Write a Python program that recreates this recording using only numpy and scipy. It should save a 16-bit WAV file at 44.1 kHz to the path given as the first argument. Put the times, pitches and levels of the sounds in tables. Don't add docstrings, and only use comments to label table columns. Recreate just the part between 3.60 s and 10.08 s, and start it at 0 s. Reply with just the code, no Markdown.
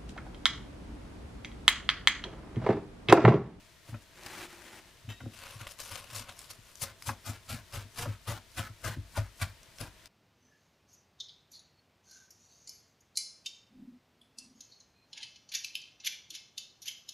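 import sys
import numpy as np
from scipy import signal
from scipy.fft import rfft, irfft
from scipy.io import wavfile
from scipy.ndimage import uniform_filter1d

SR = 44100
rng = np.random.default_rng(int(sys.argv[2]) if len(sys.argv) > 2 else 0)


def dump(signal):
    limited = np.clip(np.atleast_2d(signal).T, -1, 1)
    pcm = np.round(limited * 32767).astype(np.int16)
    wavfile.write(sys.argv[1], SR, pcm)


N = 285672
TIME = np.arange(N) / SR
SHORT = TIME[:SR // 5]
SWELL_SAMPLES = np.arange(-len(SHORT), 2 * len(SHORT))


def undb(db):
    return 10 ** (np.asarray(db) / 20)


def unit(x):
    return x / np.sqrt(np.mean(x ** 2))


def peak(x, db):
    return undb(db) * x / np.abs(x).max()


def ring(x, response):
    return signal.fftconvolve(x, response / np.linalg.norm(response))[:len(x)]


def gains(points, size):
    hz, db = np.transpose(points)
    log_bins = np.log(np.fft.rfftfreq(size, 1 / SR) + 1)
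    return undb(np.interp(log_bins, np.log(hz), db))


def colour(x, points):
    return irfft(rfft(x) * gains(points, len(x)), len(x))


def decay(t, t60):
    return np.exp(-np.log(1000) * t / t60)


def modes(table, t=SHORT):
    response = np.zeros(len(t))
    for k, (hz, db, t60) in enumerate(table):
        response += (-1) ** k * undb(db) * np.sin(2 * np.pi * hz * t) * decay(t, t60)
    return response


def add(out, s, sound):
    i = int(s * SR)
    out[i:i + len(sound)] += sound[:N - i]


def swell(rise, fall, hold=0.):
    t = SWELL_SAMPLES / SR
    return np.exp(np.minimum(t, 0) / rise - np.maximum(t - hold, 0) / fall)


def stretch(x, s):
    return np.take(x, int(s * SR) + SWELL_SAMPLES, mode="wrap")


def walk(rate):
    k = int(SR / rate)
    steps = np.repeat(rng.standard_normal(N // k + 1), k)
    return unit(uniform_filter1d(steps, k)[:N])


def grains(rate, spread_db):
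    size = undb(spread_db * np.minimum(rng.exponential(size=N), 4))
    happens = rng.random(N) < rate / SR
    return unit(happens * size * rng.choice([-1, 1], N))


def patchy(x, spread_db):
    z = signal.stft(x, nperseg=512)[2]
    across_pitch = uniform_filter1d(rng.standard_normal(z.shape), size=6, axis=0)
    patches = uniform_filter1d(across_pitch, size=4, axis=1)
    return unit(signal.istft(z * undb(spread_db * unit(patches)))[1][:len(x)])


# f/Hz, level/dB
KITCHEN_SPECTRUM = [(12, -26), (20, 0.5), (95, 1), (274, -10), (333, -7), (505, -11.5), (581, -11),
                    (667, -3.5), (746, -18.5), (932, -9), (1200, -13), (1920, -9.5), (2270, -11.5),
                    (3640, -12), (11000, -22.5), (15500, -27.5)]
HISS_DB = -59.5


def kitchen():
    hiss = unit(colour(rng.standard_normal(N), KITCHEN_SPECTRUM)) * undb(.5 * walk(8))
    whirr = ring(rng.standard_normal(N), modes([(673, 0, 0.045)]))
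    return undb(HISS_DB) * hiss + undb(-88) * whirr


ROOM_T60_S = 0.19


def room(x):
    t = TIME[:SR // 2]
    tail = rng.standard_normal(len(t)) * decay(t, ROOM_T60_S) * (t > .008)
    tail_colour = [(100, 3), (500, 2.5), (2000, -6.5), (5000, -0.5), (14000, -18)]
    return x + undb(-10) * colour(ring(x, tail), tail_colour)


# f/Hz, level/dB
SLEEVE_SPECTRUM = [(29, -37), (50, -4.5), (124, -15.5), (211, -9.5), (268, -14), (358, -2.5), (434, -16.5),
                   (501, -10.5), (701, -14), (829, -9), (1080, -12.5), (1880, -9.5), (3850, -18),
                   (9590, -23), (15500, -30)]
# t/s, level/dB
REACH_CONTOUR = [(0.53, -86), (0.582, -55.5), (0.65, -51), (0.664, -43.5), (0.674, -49), (0.83, -43.5),
                 (0.872, -54.5), (1.19, -53), (1.214, -63.5), (1.3, -63)]


def reaching():
    rub = colour(grains(rate=7000, spread_db=2.8), SLEEVE_SPECTRUM) * undb(1.4 * walk(110))
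    s, db = np.transpose(REACH_CONTOUR)
    return unit(rub) * np.interp(TIME, s, undb(db), left=0, right=0)


# t/s at the peak, level/dB, rise and fall/s
BRUSH_EVENTS = [(0.293, -53, 0.027), (.425, -58, 0.011)]


def brushing():
    out = np.zeros(N)
    skin = [(500, 6), (2000, 3.5), (6000, -3), (10000, -3), (15000, -9)]
    hiss = unit(colour(rng.standard_normal(N), skin))
    for s, db, width in BRUSH_EVENTS:
        add(out, s - SHORT[-1], undb(db) * swell(width, width) * stretch(hiss, s))
    return out


# f/Hz, level/dB, t60/s
BLADE_MODES = [(1880, -11, 0.26), (2660, -8, 0.28), (3040, -1, 0.094), (3150, -7, 0.054), (3750, -13, 0.71),
               (5020, -15, .12), (6030, -12, .13), (7230, -15, 0.2)]
# t/s, level/dB (ring and chatter are set around it)
CLINK_EVENTS = [(.345, -54.5), (1.49, -42), (1.501, -39.5), (1.52, -44.5), (1.603, -50)]


def clinks():
    out, t = np.zeros(N), TIME[:SR // 2]
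    for s, db in CLINK_EVENTS:
        bent = [(hz * (1 + 0.0045 * rng.standard_normal()), mode_db, t60) for hz, mode_db, t60 in BLADE_MODES]
        burst = rng.standard_normal(len(t)) * np.exp(-t / 0.012)
        chatter = colour(burst, [(500, 8.5), (3000, 8), (5000, -7), (12000, -9)])
        add(out, s, peak(modes(bent, t), db - 0.5) + peak(chatter, db + 2.5))
    return out


# f/Hz, level/dB, t60/s
BOARD_MODES = [(52.3, -11, 0.33), (68, 4, 0.055), (101.6, 7.5, 0.066), (162.6, -5, 0.071), (227, -6, 0.064),
               (297.4, -6, 0.052), (546.4, -8, 0.069), (633, -10.5, 0.055), (1002, -5.5, 0.026),
               (1327, -4, 0.03), (1564, -0.5, 0.015), (1880, -31, 0.032), (2410, -6, 0.024),
               (2480, -5, 0.02)]
# f/Hz, level/dB
WOOD_SPECTRUM = [(250, -21), (450, -16), (560, 2), (900, -1.5), (1700, -0.5), (2400, -7), (3800, -25),
                 (12000, -29)]
WOOD_DB, WOOD_T60_S = -0.5, .045


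def board(vary_db=0.0, detune=0.033):
    hz, db, t60 = np.transpose(BOARD_MODES)
    weight, shift = rng.standard_normal((2, len(hz))) * np.minimum(hz / 500, 1)
    wood = unit(colour(rng.standard_normal(len(SHORT)), WOOD_SPECTRUM)) * decay(SHORT, WOOD_T60_S)
    main_modes = modes(zip(hz * (1 + detune * shift), db + vary_db * weight, t60))
    return main_modes + undb(WOOD_DB) * wood


PUSH_LEAD_S = .005


def knock(out_db, contact_ms):
    u = (SHORT - PUSH_LEAD_S) * 1000 / contact_ms
    push = u * np.exp(-u ** 2 / 2)
    rattle = rng.standard_normal(len(SHORT)) * np.exp(-SHORT / 0.007)
    chatter = peak(ring(push, rattle), -10.5)
    return peak(ring(push + chatter, board()), out_db)


# t/s, peak level/dB before the layer trim, contact time scale/ms (short is hard)
KNOCK_EVENTS = [(0.288, -41.5, 0.57), (.324, -32.5, 0.94), (.33, -46, 0.13), (0.3412, -34, 0.64),
                (0.3418, -37.5, .13), (1.445, -45.5, 1.5), (1.480, -33.5, 0.9), (1.498, -40.5, 0.62),
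                (1.605, -40, 0.11), (1.612, -40, 0.62), (1.635, -36, 0.65), (1.657, -42, 0.23),
                (1.663, -31.5, 0.64), (1.955, -40.5, 1.5), (2.007, -41.5, 1.2), (2.526, -42.5, 1.2),
                (2.602, -45.5, 0.83), (2.985, -48.5, 1), (3.491, -23, 0.12), (3.4924, -24.5, 0.2),
                (4.248, -44, 0.97), (4.456, -30, 0.21), (4.471, -29.5, 0.83), (4.49, -32, 2),
                (4.713, -33.5, 1.63), (5.096, -39.5, 1.04), (5.367, -31.5, 0.78), (5.380, -29.5, 1.6),
                (5.574, -29.5, 0.27), (5.862, -47, 1.4), (6.226, -37, 0.69)]
SETTLE_S, SETTLE_DB = .028, -16


def knocks():
    out = np.zeros(N)
    for s, _, _, _, delay, db, contact_ms, _, _ in STROKE_EVENTS:
        lands = s + delay - PUSH_LEAD_S
        add(out, lands, knock(db, contact_ms))
        add(out, lands + SETTLE_S, knock(db + SETTLE_DB, contact_ms))
    for s, db, contact_ms in KNOCK_EVENTS:
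        add(out, s - PUSH_LEAD_S, knock(db, contact_ms))
    return undb(-.5) * out


# f/Hz, level/dB
LEAF_SPECTRUM = [(200, -31), (700, -5), (2000, -10), (3200, -2.5), (5000, 6), (7500, 3.5), (10500, 4),
                 (13000, -0.5), (15500, -7.5)]
# f/Hz, level/dB
RIB_SPECTRUM = [(100, 6.5), (380, -10.5), (550, 9), (780, -8), (1100, 9.5), (1800, 1.5), (2600, 4.5),
                (4000, -4.5), (6000, -25), (15000, -51)]
# t/s, bright crackle level/dB, lower creak level/dB
BUNCHING_CONTOUR = [(1.7, -77, -81), (1.736, -59, -61.5), (1.852, -53.5, -49.5), (1.988, -58.5, -58.5),
                    (2.004, -51.5, -45.5), (2.048, -61, -53), (2.116, -48.5, -56.5), (2.164, -77, -82),
                    (2.2, -44, -50), (2.236, -49, -59.5), (2.34, -49, -48), (2.47, -61.5, -59.5),
                    (2.586, -40, -48), (2.662, -68, -58.5), (2.698, -54, -49), (2.742, -67, -69),
                    (2.806, -50.5, -58), (2.886, -63.5, -70), (2.906, -45.5, -55), (2.978, -73.5, -78),
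                    (3.11, -60, -62), (3.14, -71, -76)]


def bunching():
    crackle = unit(grains(rate=2600, spread_db=2.0) * undb(2.24 * walk(150)))
    crisp = patchy(colour(crackle, LEAF_SPECTRUM), spread_db=3.0)
    rib_creak = unit(colour(crackle, RIB_SPECTRUM))
    creak = undb(-2.0) * rib_creak + undb(-8.5) * ring(crackle, board())
    s, crisp_db, creak_db = np.transpose(BUNCHING_CONTOUR)
    active = (TIME > s[0]) * (TIME < s[-1])
    crisp_level = undb(np.interp(TIME, s, crisp_db)) * active
    creak_level = undb(np.interp(TIME, s, creak_db)) * active
    return undb(-1.0) * crisp_level * crisp + undb(2.5) * creak_level * creak


# t/s, peak level/dB, lower body level/dB before peak scaling, f/Hz on which the bright crack is centred
SNAP_EVENTS = [(0.6343, -38, -7, 4300), (0.6625, -32, -3, 4000), (0.7051, -34.5, 4, 9000),
               (2.069, -28.5, 16, 3500), (2.195, -33.5, 4, 4500), (2.5549, -27, -9, 6700),
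               (2.791, -30, -20, 7400), (2.9014, -42, -20, 5500), (3.1553, -36, -19.5, 6050),
               (3.423, -33, -5, 5000), (4.125, -40, -7, 5000), (6.0317, -43.5, -19, 6360),
               (6.1853, -35, -7, 5000), (6.4577, -35, -13, 4280)]
SNAP_SKIRT_DB = -11


def snaps():
    out = np.zeros(N)
    for s, db, body_db, hz in SNAP_EVENTS:
        crack_and_splinter = np.exp(-SHORT / .0012) + .15 * np.exp(-SHORT / .008)
        crack = rng.standard_normal(len(SHORT)) * crack_and_splinter
        crack = np.pad(crack, (len(SHORT), 0))
        band = [(hz / np.sqrt(2), SNAP_SKIRT_DB), (hz, 0), (hz * np.sqrt(2), SNAP_SKIRT_DB)]
        bright = colour(colour(crack, LEAF_SPECTRUM), band)
        body = undb(body_db) * colour(crack, RIB_SPECTRUM)
        add(out, s - SHORT[-1], peak(bright + body, db))
    return out


SLIDE_RISE_S, SLIDE_FALL_S = .012, 0.015


def sliding():
    out = np.zeros(N)
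    edge = [(60, -6.5), (500, -9.5), (1200, -1.0), (1800, -.5), (3500, -5.0), (7000, -11.0), (15000, -17.0)]
    slips = unit(colour(grains(rate=4000, spread_db=4.0), edge))
    for s, cut_length, *_, length, db in STROKE_EVENTS:
        start = s + cut_length
        scrape = stretch(slips, start) * undb(db) * swell(SLIDE_RISE_S, SLIDE_FALL_S, length)
        wood = ring(scrape, board(vary_db=3.5, detune=.08))
        add(out, start - SHORT[-1], undb(-5.0) * wood + undb(-2.0) * scrape)
    return out


# t/s the blade is in the leaves, cut length/s, crunch level/dB, lower body level/dB relative to the crunch,
# delay/s from t until it meets the board, thud peak level/dB, contact time scale/ms (short is hard),
# slide length/s, slide level/dB
STROKE_EVENTS = [(3.22, 0.015, -37.5, -10, .001, -32.5, 1.4, 0.073, -51.5),
                 (3.472, 0.012, -38, -6.5, 0.005, -33.5, 1.7, 0.041, -53.5),
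                 (3.662, 0.044, -44.5, -3, .03, -31, 1.14, .055, -51.5),
                 (3.895, 0.05, -44, -0.5, .042, -34.5, 0.71, .048, -51.5),
                 (4.137, 0.037, -45, 1, .03, -32, 1.15, 0.051, -49),
                 (4.375, 0.055, -42.5, -1, .015, -33.5, 0.95, 0.11, -52.5),
                 (4.680, 0.039, -44.5, 2, .001, -31.5, 2.1, 0.055, -48),
                 (4.977, 0.019, -41, 2, .012, -29.5, 1.13, 0.073, -48),
                 (5.245, 0.038, -44, 3, .048, -30.5, 1.3, 0.055, -47),
                 (5.57, 0.0038, -40.5, 6, .014, -23.5, 1.8, 0.092, -57),
                 (5.819, 0.0066, -39, 3, .001, -32.5, 1.14, 0.073, -54.5),
                 (6.206, 0.011, -44, 0.5, .001, -32.5, 0.82, 0.056, -51)]
CUT_RISE_S, CUT_FALL_S, CUT_WAVER_DB = 0.0088, .016, 1.38
PRESS_S, PRESS_DB = 0.042, -12


def cutting():
    out = np.zeros(N)
    bursts = unit(grains(rate=13000, spread_db=1.8) * undb(1.2 * walk(250)))
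    crunch = patchy(colour(bursts, LEAF_SPECTRUM), spread_db=2.5)
    ribs = unit(colour(bursts, RIB_SPECTRUM))
    layers = undb(CUT_WAVER_DB * walk(60))
    for s, length, db, body_db, *_ in STROKE_EVENTS:
        force = undb(db) * swell(CUT_RISE_S, CUT_FALL_S, length) * stretch(layers, s)
        press = undb(db + PRESS_DB) * swell(PRESS_S, CUT_FALL_S)
        rasp = ring(stretch(bursts, s) * force, board(vary_db=1.5, detune=0.063))
        body = undb(2.0) * rasp + undb(-2.5) * stretch(ribs, s) * force
        bright = undb(-1.0) * stretch(crunch, s) * np.maximum(force, press)
        add(out, s - SHORT[-1], bright + undb(body_db) * body)
    return out


# f/Hz, left minus right level/dB
LEAN_SPECTRUM = [(100, 2.3), (2000, 2), (4000, 1.5), (6000, 4), (8000, 9), (13000, 13.5)]
# f/Hz, level/dB
SCATTER_SPECTRUM = [(100, -22), (700, -22), (2000, -15.5), (4000, -9.5), (8000, -8), (14000, -6.5)]
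KITCHEN_SIDE_DB = -8.5


def scene():
    preparing = reaching() + brushing() + clinks() + bunching() + snaps()
    chopping = knocks() + sliding() + cutting()
    mid = room(preparing + chopping) + kitchen()
    side = colour(mid, SCATTER_SPECTRUM) * walk(600) + undb(KITCHEN_SIDE_DB) * kitchen()
    right = irfft(rfft(mid) * 2 / (1 + gains(LEAN_SPECTRUM, N)), N)
    left = 2 * mid - right
    return np.array([left + side, right - side])


TOP_HZ = 15500


def record(dry):
    low_pass = signal.ellip(10, .2, 70, TOP_HZ, fs=SR, output="sos")
    return signal.sosfilt(low_pass, dry)


dry = scene()
out = record(dry)
dump(out)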